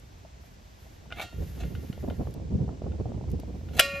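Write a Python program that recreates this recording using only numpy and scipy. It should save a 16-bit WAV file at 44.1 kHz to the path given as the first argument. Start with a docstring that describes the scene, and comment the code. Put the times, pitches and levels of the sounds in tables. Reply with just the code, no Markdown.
"""A steel hand tool on a rusty gas tank, close to a stereo microphone on a quiet driveway.
The tool knocks, rattles and scrapes against the handle, then hits the tank hard: the blow chatters
for a few milliseconds and the shell rings on in beating pairs of modes. Fingers tap, grit clicks and
a sleeve rustles. Wind buffets the microphone, and the recorder's gain ducks under the clang."""
import sys
import numpy as np
from scipy import signal
from scipy.fft import rfft, irfft
from scipy.io import wavfile
from scipy.ndimage import uniform_filter1d, minimum_filter1d

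SR = 44100
rng = np.random.default_rng(int(sys.argv[2]) if len(sys.argv) > 2 else 0)


def dump(signal):
    """Clip the signal to [-1, 1] and save it as 16-bit WAV at the path in sys.argv[1]."""
    limited = np.clip(np.atleast_2d(signal).T, -1, 1)
    pcm = np.round(limited * 32767).astype(np.int16)
    wavfile.write(sys.argv[1], SR, pcm)


N = 176400
T = np.arange(N) / SR

# Levels in the tables are relative; each source adds its own gain.
# dense, quickly damped ringing of tool and handle: freq_hz, density_db
CLANK_SPECTRUM = [(60, -9), (330, -28), (520, -1.5), (700, 2), (860, -16), (1130, -20), (1400, 2.5),
                  (2100, -4.5), (2900, 6.5), (3500, -4.5), (4200, -8), (6500, -12.5), (8000, -5.5),
                  (10000, -5), (11500, -9.5), (15000, -16)]
# the many weak upper modes of the shell: freq_hz, density_db
SHIMMER_SPECTRUM = [(200, -13), (600, 5), (950, -19), (1500, -8), (2300, -12), (3600, 2), (5100, -6.5),
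                    (6200, -6.5), (8000, -1.5), (10300, -10.5), (12000, -7), (15000, -29)]
# steel catching on rust: freq_hz, density_db
RASP_SPECTRUM = [(100, -46), (450, -10), (720, 11.5), (1000, -4), (1450, 1.5), (1800, -8), (2300, 5),
                 (2900, -2.5), (3600, 0), (4800, -11.5), (7000, -4.5), (9500, -9.5), (11500, -3),
                 (14500, -4.5)]
# stereo width of the close sounds: freq_hz, side_minus_mid_db
CLOSE_WIDTH = [(100, -8), (700, -14), (1400, -14), (2400, -8), (4400, -9), (8500, -13), (15000, -14)]
# stereo width of wind on the microphone: freq_hz, side_minus_mid_db
WIND_WIDTH = [(30, -22), (60, -46), (125, -5.5), (250, -5.5), (1000, -1.5)]


def undb(db):
    """Decibels to gain."""
    return 10 ** (np.asarray(db) / 20)


def gains(points):
    """Gain of each frequency bin from (freq_hz, level_db) points."""
    hz, db = np.array(points, float).T
    bin_hz = np.arange(N // 2 + 1) * SR / N
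    return undb(np.interp(np.log(bin_hz + 1), np.log(hz), db))


def noise(spectrum, width_points):
    """Coloured stereo noise of rms 1."""
    mid, side = rfft(rng.standard_normal((2, N)))
    width = gains(width_points)
    stereo = np.array([mid + width * side, mid - width * side]) / np.hypot(1, width)
    y = irfft(gains(spectrum) * stereo, N)
    return y / y.std()


def pan(db):
    """Channel gains, with the left db above the right."""
    return undb(np.array([[db], [-db]]) / 2)


def walk(rate_hz):
    """Smooth random wander of spread 1."""
    span = max(int(SR / rate_hz), 1)
    y = uniform_filter1d(uniform_filter1d(rng.standard_normal(N), span), span)
    return y / y.std()


def fade(t60_s):
    """Exponential decay, 60 dB down after t60_s."""
    return np.exp(-np.minimum(np.log(1000) * T / t60_s, np.log(1e15)))


def dull(x, hz):
    """Gentle low-pass."""
    return signal.sosfilt(signal.butter(2, hz, fs=SR, output="sos"), x + 1e-18)


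def at(x, start_s):
    """The sound x, starting at start_s."""
    delay = int(start_s * SR)
    return np.pad(x[:, :N - delay], ((0, 0), (delay, 0)))


def modes(table):
    """Ring of a small part after a sharp contact."""
    return sum(undb(db) * np.sin(2 * np.pi * hz * T) * fade(t60) for hz, db, t60 in table)


def bursts(spectrum, t60_s, count):
    """Short decaying bursts of coloured stereo noise, each one different."""
    size = N // 16
    colour, width = gains(spectrum)[::16], gains(CLOSE_WIDTH)[::16]
    cepstrum = irfft(np.log(colour / np.sqrt(np.mean(colour ** 2))), size)
    cepstrum[1:size // 2] *= 2  # folding makes the filter causal, so attacks stay sharp
    cepstrum[size // 2:] = 0
    response = np.exp(rfft(cepstrum)) / np.hypot(1, width)
    spectra = rfft(rng.standard_normal((count, 2, size)) * fade(t60_s)[:size]) * response
    hits = [irfft(np.array([mid + width * side, mid - width * side]), size) for mid, side in spectra]
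    return [np.pad(hit, ((0, 0), (0, N - size))) for hit in hits]


def outdoors(air_db=-51, hum_hz=60, hum_db=-72):
    """Quiet air over the driveway, with a low distant hum."""
    # background air: freq_hz, density_db
    air_spectrum = [(15, -49), (25, -20), (43, -2.5), (62, 1), (107, -9.5), (170, -16), (300, -29.5),
                    (614, -20.5), (1200, -26.5), (4600, -33.5), (5200, -33), (5800, -33), (8000, -37),
                    (10500, -55.5), (13500, -42), (15000, -75)]
    # its stereo width: freq_hz, side_minus_mid_db
    air_width = [(60, -23), (110, -20), (200, -10), (380, 9), (700, 0), (1290, 6), (2380, -4), (4400, -6),
                 (8120, 4.5), (15000, 8)]
    air = undb(air_db + 0.19 * walk(21)) * noise(air_spectrum, air_width)
    return air + undb(hum_db + 2 * walk(12)) * np.sin(2 * np.pi * hum_hz * T)


def wind():
    """Breeze and gusts shake the microphone's ports: rumble, flutter and, in gusts, a hollow throb."""
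    # breeze on the microphone: time_s, level_db
    breeze = [(0, -17.5), (1.0, -16.5), (1.1, -9), (1.31, -13), (1.38, -1), (1.5, -1.5), (1.75, -5.5),
              (1.97, -2), (2.1, 1.5), (2.4, -1.5), (2.68, 3.5), (2.77, -5), (2.86, 3.5), (2.96, 0),
              (3.22, 3), (3.52, -2), (3.72, -1), (3.8, -1.5), (4, -5.5)]
    # gusts: peak_s, half_length_s, rumble_db, flutter_db, throb_db
    gusts = [(1.411, 0.029, 3, -5.5, -42), (1.647, 0.033, 1, -0.5, -39.5), (1.789, 0.039, -1.5, -7, -46),
             (1.9, 0.0059, 4.5, -17, -29.5), (2.063, 0.023, -16, 13, -55), (2.2, 0.013, 10, 17, -34.5),
             (2.55, 0.028, 2, -21, -23.5), (2.622, 0.023, 10.5, -6, -26.5), (3.012, 0.0089, 0, 13, -35.5),
             (3.059, 0.012, -3, 3, -44), (3.342, 0.025, 8, 7.5, -33.5)]
    # slow eddies at the ports: freq_hz, density_db
    rumble_spectrum = [(12, -45), (25, -13), (40, -25), (60, 7.5), (110, 1), (180, -5), (300, -16.5),
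                       (500, -17.5), (1000, -63), (3000, -103)]
    # quick eddies at the ports: freq_hz, density_db
    flutter_spectrum = [(60, -4.5), (130, -0.5), (190, 1), (290, 0), (450, -7), (700, -13), (1100, -26),
                        (2000, -49), (5000, -76)]
    # hollow throb of a gust: freq_hz, density_db
    throb_spectrum = [(70, -12), (115, -1.5), (185, -0.5), (260, -5.5), (400, -27), (1000, -72),
                      (4000, -100)]
    slow = quick = undb(np.interp(T, *np.array(breeze).T))
    hollow = 0
    for peak_s, half_length_s, rumble_db, flutter_db, throb_db in gusts:
        gust = np.exp(-((T - peak_s) / half_length_s) ** 2)
        slow = slow + undb(rumble_db) * gust
        quick = quick + undb(flutter_db) * gust
        hollow = hollow + undb(throb_db) * gust
    rumble = slow * undb(-36.5 + 3 * np.tanh(walk(40))) * noise(rumble_spectrum, WIND_WIDTH)
    flutter = quick * undb(-46 + 9 * np.tanh(walk(63))) * noise(flutter_spectrum, WIND_WIDTH)
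    return pan(db=-2) * (rumble + flutter + hollow * eddies(throb_spectrum))


def eddies(spectrum, smooth_s=.04):
    """Turbulence of even strength, so that the gusts alone set its swell."""
    turbulence = noise(spectrum, WIND_WIDTH)
    power = uniform_filter1d(np.mean(turbulence ** 2, axis=0), int(smooth_s * SR))
    return turbulence / np.sqrt(power + 1e-9)


def sleeve():
    """Cloth brushes as the arm moves."""
    # swell of the rustle: time_s, level_db
    swell = [(0, -71), (.35, -77), (.45, -65.5), (.6, -73.5), (.85, -65.5), (1.1, -75), (1.4, -59.5),
             (1.7, -58.5), (1.95, -63), (2.3, -65), (2.45, -101), (4, -62.5)]
    # rubbing cloth: freq_hz, density_db
    cloth_spectrum = [(500, -9), (1800, 8.5), (3500, 3), (6500, 1), (9500, -0.5), (12000, 5.5), (14000, -3),
                      (15000, -16)]
    return undb(np.interp(T, *np.array(swell).T) + 1.7 * walk(40)) * noise(cloth_spectrum, CLOSE_WIDTH)


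def finger_taps():
    """Fingers shift their hold with soft, dull taps."""
    # hands settling on the tank: start_s, level_db
    taps = [(0.249, -48), (0.435, -50), (0.863, -55), (1.053, -46), (1.326, -49)]
    # one tap: freq_hz, density_db
    tap_spectrum = [(100, -20), (400, -9), (650, 6), (950, -6.5), (1600, -26), (4000, -35), (10000, -53)]
    hits = bursts(tap_spectrum, t60_s=0.053, count=len(taps))
    return sum(undb(db) * at(hit, start_s) for hit, (start_s, db) in zip(hits, taps))


def knocks(ring):
    """The tool knocks lightly: a crack, a clink of the handle and a faint ring of the shell."""
    # tool on handle: start_s, level_db, lowpass_hz, ring_db
    contacts = [(1.1047, -29.5, 1920, -11), (1.1150, -22.5, 1640, -5), (1.1233, -18, 2670, -10),
                (1.221, -30, 7840, 9), (1.636, -27.5, 2500, -4), (1.7508, -30, 2960, -2),
                (1.9277, -35, 4100, 2), (2.1, -28, 3000, -5), (2.919, -39.5, 4000, -15),
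                (3.687, -36, 4000, -4), (3.734, -40.5, 6000, 0)]
    # short modes of the welded handle: pitch_hz, level_db, t60_s
    handle_modes = [(803, -14, 0.12), (1436, -1, 0.054), (2090, -16, 0.35), (2930, -16, .04),
                    (3620, -8, .08)]
    clink = undb(-15) * modes(handle_modes)
    cracks = bursts(CLANK_SPECTRUM, t60_s=0.034, count=len(contacts))
    out = 0
    for crack, (start_s, db, lowpass_hz, ring_db) in zip(cracks, contacts):
        knock = undb(-11.5) * crack + clink + undb(ring_db) * ring
        out = out + undb(db) * dull(at(knock, start_s), lowpass_hz)
    return out


def shell(decay_stretch=1.14):
    """The tank's ring when struck and when touched on the handle: beating mode pairs over a shimmer."""
    # twin modes of the shell; handle_db is the change when only the handle is touched:
    # pitch_hz, level_db, unstretched_t60_s, split_hz, twin_db, pan_db, handle_db
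    shell_modes = [(560, -27, 2.6, 2, -18, 2, -22), (725, -35, .12, 35, -8, 1, -10),
                   (1129, -33, 1.0, 3, -16, 3, -19), (1394, -25.5, .6, 30, -10, 0, -4),
                   (1663, -42, .4, 14, -8, 0, -8), (1763, -38, 1.0, 5, -12, 0, -12),
                   (1858, -23.5, .5, 17, -6, 1, -8), (2120, -34, .7, 6, -12, -2, -16),
                   (2216, -26, .2, 45, -3, -1, -10), (2447, -22.5, .8, 6, -6, -1, -24),
                   (2562, -39, .8, 8, -10, -1, -14), (2746, -23.5, .5, -18, -5, -3, -9),
                   (2800, -33, .5, 7, -12, -2, -12), (2883, -25, .36, 26, -5, -2, -6),
                   (2935, -19, .08, 75, -4, -2, -22), (3155, -38, .35, -60, -2, 0, -10),
                   (3240, -29, .36, 6, -10, 0, 2), (3390, -17, .15, 12, -14, 1, -16),
                   (3548, -35, .2, 20, -8, 0, -6), (3709, -46, .4, 9, -10, 0, 14),
                   (3817, -38, .3, 129, -1, 0, -12), (4011, -26.5, .36, 32, -3, 0, -18),
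                   (4161, -38, .35, 11, -10, 0, -12), (4253, -39, .5, 55, -3, 0, 0),
                   (4366, -46, .35, 12, -10, 0, 18), (4748, -33, .38, -16, -6, -1, -17),
                   (4953, -27, .2, 69, -1, -1, -19), (5109, -39, .45, 102, -4, 0, -12),
                   (5497, -33, .27, 91, -3, 0, -14), (6950, -41, .45, 40, -5, 0, 4)]
    struck = touched = 0
    for hz, db, t60, split_hz, twin_db, pan_db, handle_db in shell_modes:
        pair = np.sin(2 * np.pi * hz * T) + undb(twin_db) * np.sin(2 * np.pi * (hz + split_hz) * T)
        mode = undb(db - 3.2) * pan(pan_db) * pair * fade(t60 * decay_stretch)
        struck = struck + mode
        touched = touched + undb(handle_db) * mode
    dense = noise(SHIMMER_SPECTRUM, CLOSE_WIDTH)
    low = dull(dense, hz=5040)
    wash = low * fade(t60_s=.33) + (dense - low) * fade(t60_s=.26)
    shimmer = undb(-27.5) * wash + overtones(count=100)
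    return struck + shimmer, touched + shimmer


def overtones(count, low_hz=3800, high_hz=13000, mean_t60_s=0.23):
    """Scattered upper modes of the shell, each with its own strength and decay."""
    t = T[:N // 4]
    colour = gains(SHIMMER_SPECTRUM)
    out = 0
    for k, (place, strength, life, lag) in enumerate(rng.random((count, 4))):
        hz = low_hz * (high_hz / low_hz) ** ((k + place) / count)
        tone = np.sin(2 * np.pi * hz * t + np.array([[0], [2 * lag - 1]]))
        decay = fade(mean_t60_s * (.5 + life))[:len(t)]
        out = out + strength * colour[int(hz * N / SR)] * tone * decay
    return undb(-33) * np.pad(out, ((0, 0), (0, N - len(t))))


def jaw_rattle():
    """The tool's loose jaw skips over the rust, brighter towards the end of the slip."""
    # skips along the handle: start_s, level_db, lowpass_hz
    skips = [(1.1723, -31, 3500), (1.185, -23, 2800), (1.1967, -18, 2800), (1.2015, -20, 3480),
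             (1.2133, -25, 9000), (1.2185, -24, 13000)]
    # short modes of the jaw: pitch_hz, level_db, t60_s
    jaw_modes = [(674, -2, 0.046), (804, -4.5, 0.038), (2280, 2, 0.052), (2340, -8, 0.032),
                 (3640, 1.5, 0.048)]
    jaw = undb(-17) * modes(jaw_modes)
    rasps = bursts(RASP_SPECTRUM, t60_s=0.019, count=len(skips))
    return sum(undb(db) * dull(at(undb(-12) * rasp + jaw, start_s), lowpass_hz)
               for rasp, (start_s, db, lowpass_hz) in zip(rasps, skips))


def scrapes(ring, catches_per_s=1800):
    """Dense uneven catches of steel on rust drive tool and shell."""
    # steel sliding on rust: peak_s, rise_s, fall_s, level_db, lowpass_hz
    slides = [(1.2, 0.02, 0.029, -15, 3200), (1.22, 0.027, 0.013, -21.5, 12900),
              (1.604, 0.0091, 0.027, -22.5, 7250), (3.775, 0.018, 0.11, -19.5, 12800),
              (3.79, 0.0037, 0.0011, -1.5, 5100)]
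    catches = (rng.random(N) < catches_per_s / SR) * rng.standard_normal(N) * undb(-11.5)
    force = 0
    for peak_s, rise_s, fall_s, db, lowpass_hz in slides:
        from_peak = np.maximum((peak_s - T) / rise_s, (T - peak_s) / fall_s)
        swell = np.exp(-np.minimum(from_peak, 20))
        force = force + undb(db) * dull(catches * swell, lowpass_hz)
    rasp = bursts(RASP_SPECTRUM, t60_s=0.022, count=1)[0]
    body = undb(-10.5) * rasp + undb(-17) * ring
    return signal.fftconvolve(force[None], body, axes=1)[:, :N]


def wind_pops():
    """Small eddies burst on the microphone's ports, some as thuds, some as crackles."""
    # pops of wind: start_s, level_db, lowpass_hz
    pops = [(1.977, -33, 700), (2.046, -32, 900), (2.084, -42, 700), (2.108, -35.5, 1800),
            (2.196, -31, 700), (2.211, -29, 1100), (2.232, -32, 905), (2.253, -38.5, 1530),
            (2.27, -26, 1500), (2.348, -35.5, 1100), (2.398, -37.5, 900), (2.559, -44, 500),
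            (2.617, -37.5, 550), (2.641, -39, 547), (2.679, -30, 650), (2.69, -28.5, 1800),
            (2.819, -30, 815), (2.842, -30.5, 765), (2.865, -29.5, 900), (2.998, -25.5, 810),
            (3.056, -28, 1000), (3.118, -33.5, 1200), (3.211, -25.5, 590), (3.239, -31.5, 736),
            (3.434, -30.5, 780), (3.612, -35, 800)]
    # one pop: freq_hz, density_db
    pop_spectrum = [(60, 0.5), (200, -3), (450, 1.5), (650, 2.5), (1000, -8), (1600, -19), (4000, -44),
                    (10000, -68)]
    hits = bursts(pop_spectrum, t60_s=0.017, count=len(pops))
    return pan(db=-2) * sum(undb(db) * dull(at(hit, start_s), lowpass_hz)
                            for hit, (start_s, db, lowpass_hz) in zip(hits, pops))


def grit():
    """Grit clicks under the grip."""
    # tiny sharp ticks: start_s, level_db
    ticks = [(2.3085, -52), (2.34, -46), (3.302, -50), (3.316, -46.5), (3.399, -44)]
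    # one tick: freq_hz, density_db
    tick_spectrum = [(1000, -7), (4000, -2.5), (9000, 0.5), (15000, -2.5)]
    hits = bursts(tick_spectrum, t60_s=0.022, count=len(ticks))
    return sum(undb(db) * at(hit, start_s) for hit, (start_s, db) in zip(hits, ticks))


def blow(ring):
    """The tool lands hard, chatters and sets the shell ringing."""
    # contacts of the chattering tool: start_s, level_db
    contacts = [(3.7940, -2.5), (3.7953, 7.5), (3.7977, 8), (3.8000, -0.5), (3.8068, 1.5)]
    hits = bursts(CLANK_SPECTRUM, t60_s=0.025, count=len(contacts))
    chatter = sum(undb(db - 9.5) * at(hit, start_s) for hit, (start_s, db) in zip(hits, contacts))
    return undb(-3.5) * (chatter + undb(2.5) * at(ring, start_s=contacts[0][0]))


def ports(x):
    """The treble of close sounds reaches the microphone's two ports out of step."""
    # phase lead of the left port: freq_hz, lead_rad
    port_phase = [(4400, 0), (6500, .5), (7500, 1.8), (9100, 3.14), (10500, 4.7), (12300, 6.28),
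                  (14000, 7.6), (15200, 9.4)]
    lead = np.interp(np.arange(N // 2 + 1) * SR / N, *np.array(port_phase).T)
    return irfft(rfft(x) * np.exp(.5j * lead * np.array([[1], [-1]])), N)


def scene():
    """Tool and tank close to the microphone, in the open air."""
    struck, touched = shell()
    metal = blow(struck) + knocks(touched) + jaw_rattle() + scrapes(touched)
    handling = grit() + finger_taps() + sleeve()
    return ports(metal + handling) + wind() + wind_pops() + outdoors()


def record(dry, threshold_db=-2.5, slope=0.48, hold_s=0.13, release_s=0.012, top_hz=15400):
    """The recorder's gain ducks on a peak, holds and recovers; the top is cut."""
    hold = int(hold_s * SR) // 2 * 2 + 1
    held_peak = -minimum_filter1d(-abs(dry).max(axis=0), hold, origin=hold // 2)
    excess = np.log(np.maximum(held_peak / undb(threshold_db), 1))
    step = 1 / (release_s * SR)
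    duck = np.maximum(excess, signal.lfilter([step], [1, step - 1], excess))
    ducked = dry * np.exp(-slope * uniform_filter1d(duck, size=64))
    return signal.sosfilt(signal.ellip(8, .2, 70, top_hz, fs=SR, output="sos"), ducked)


dry = scene()
out = record(dry)
dump(out)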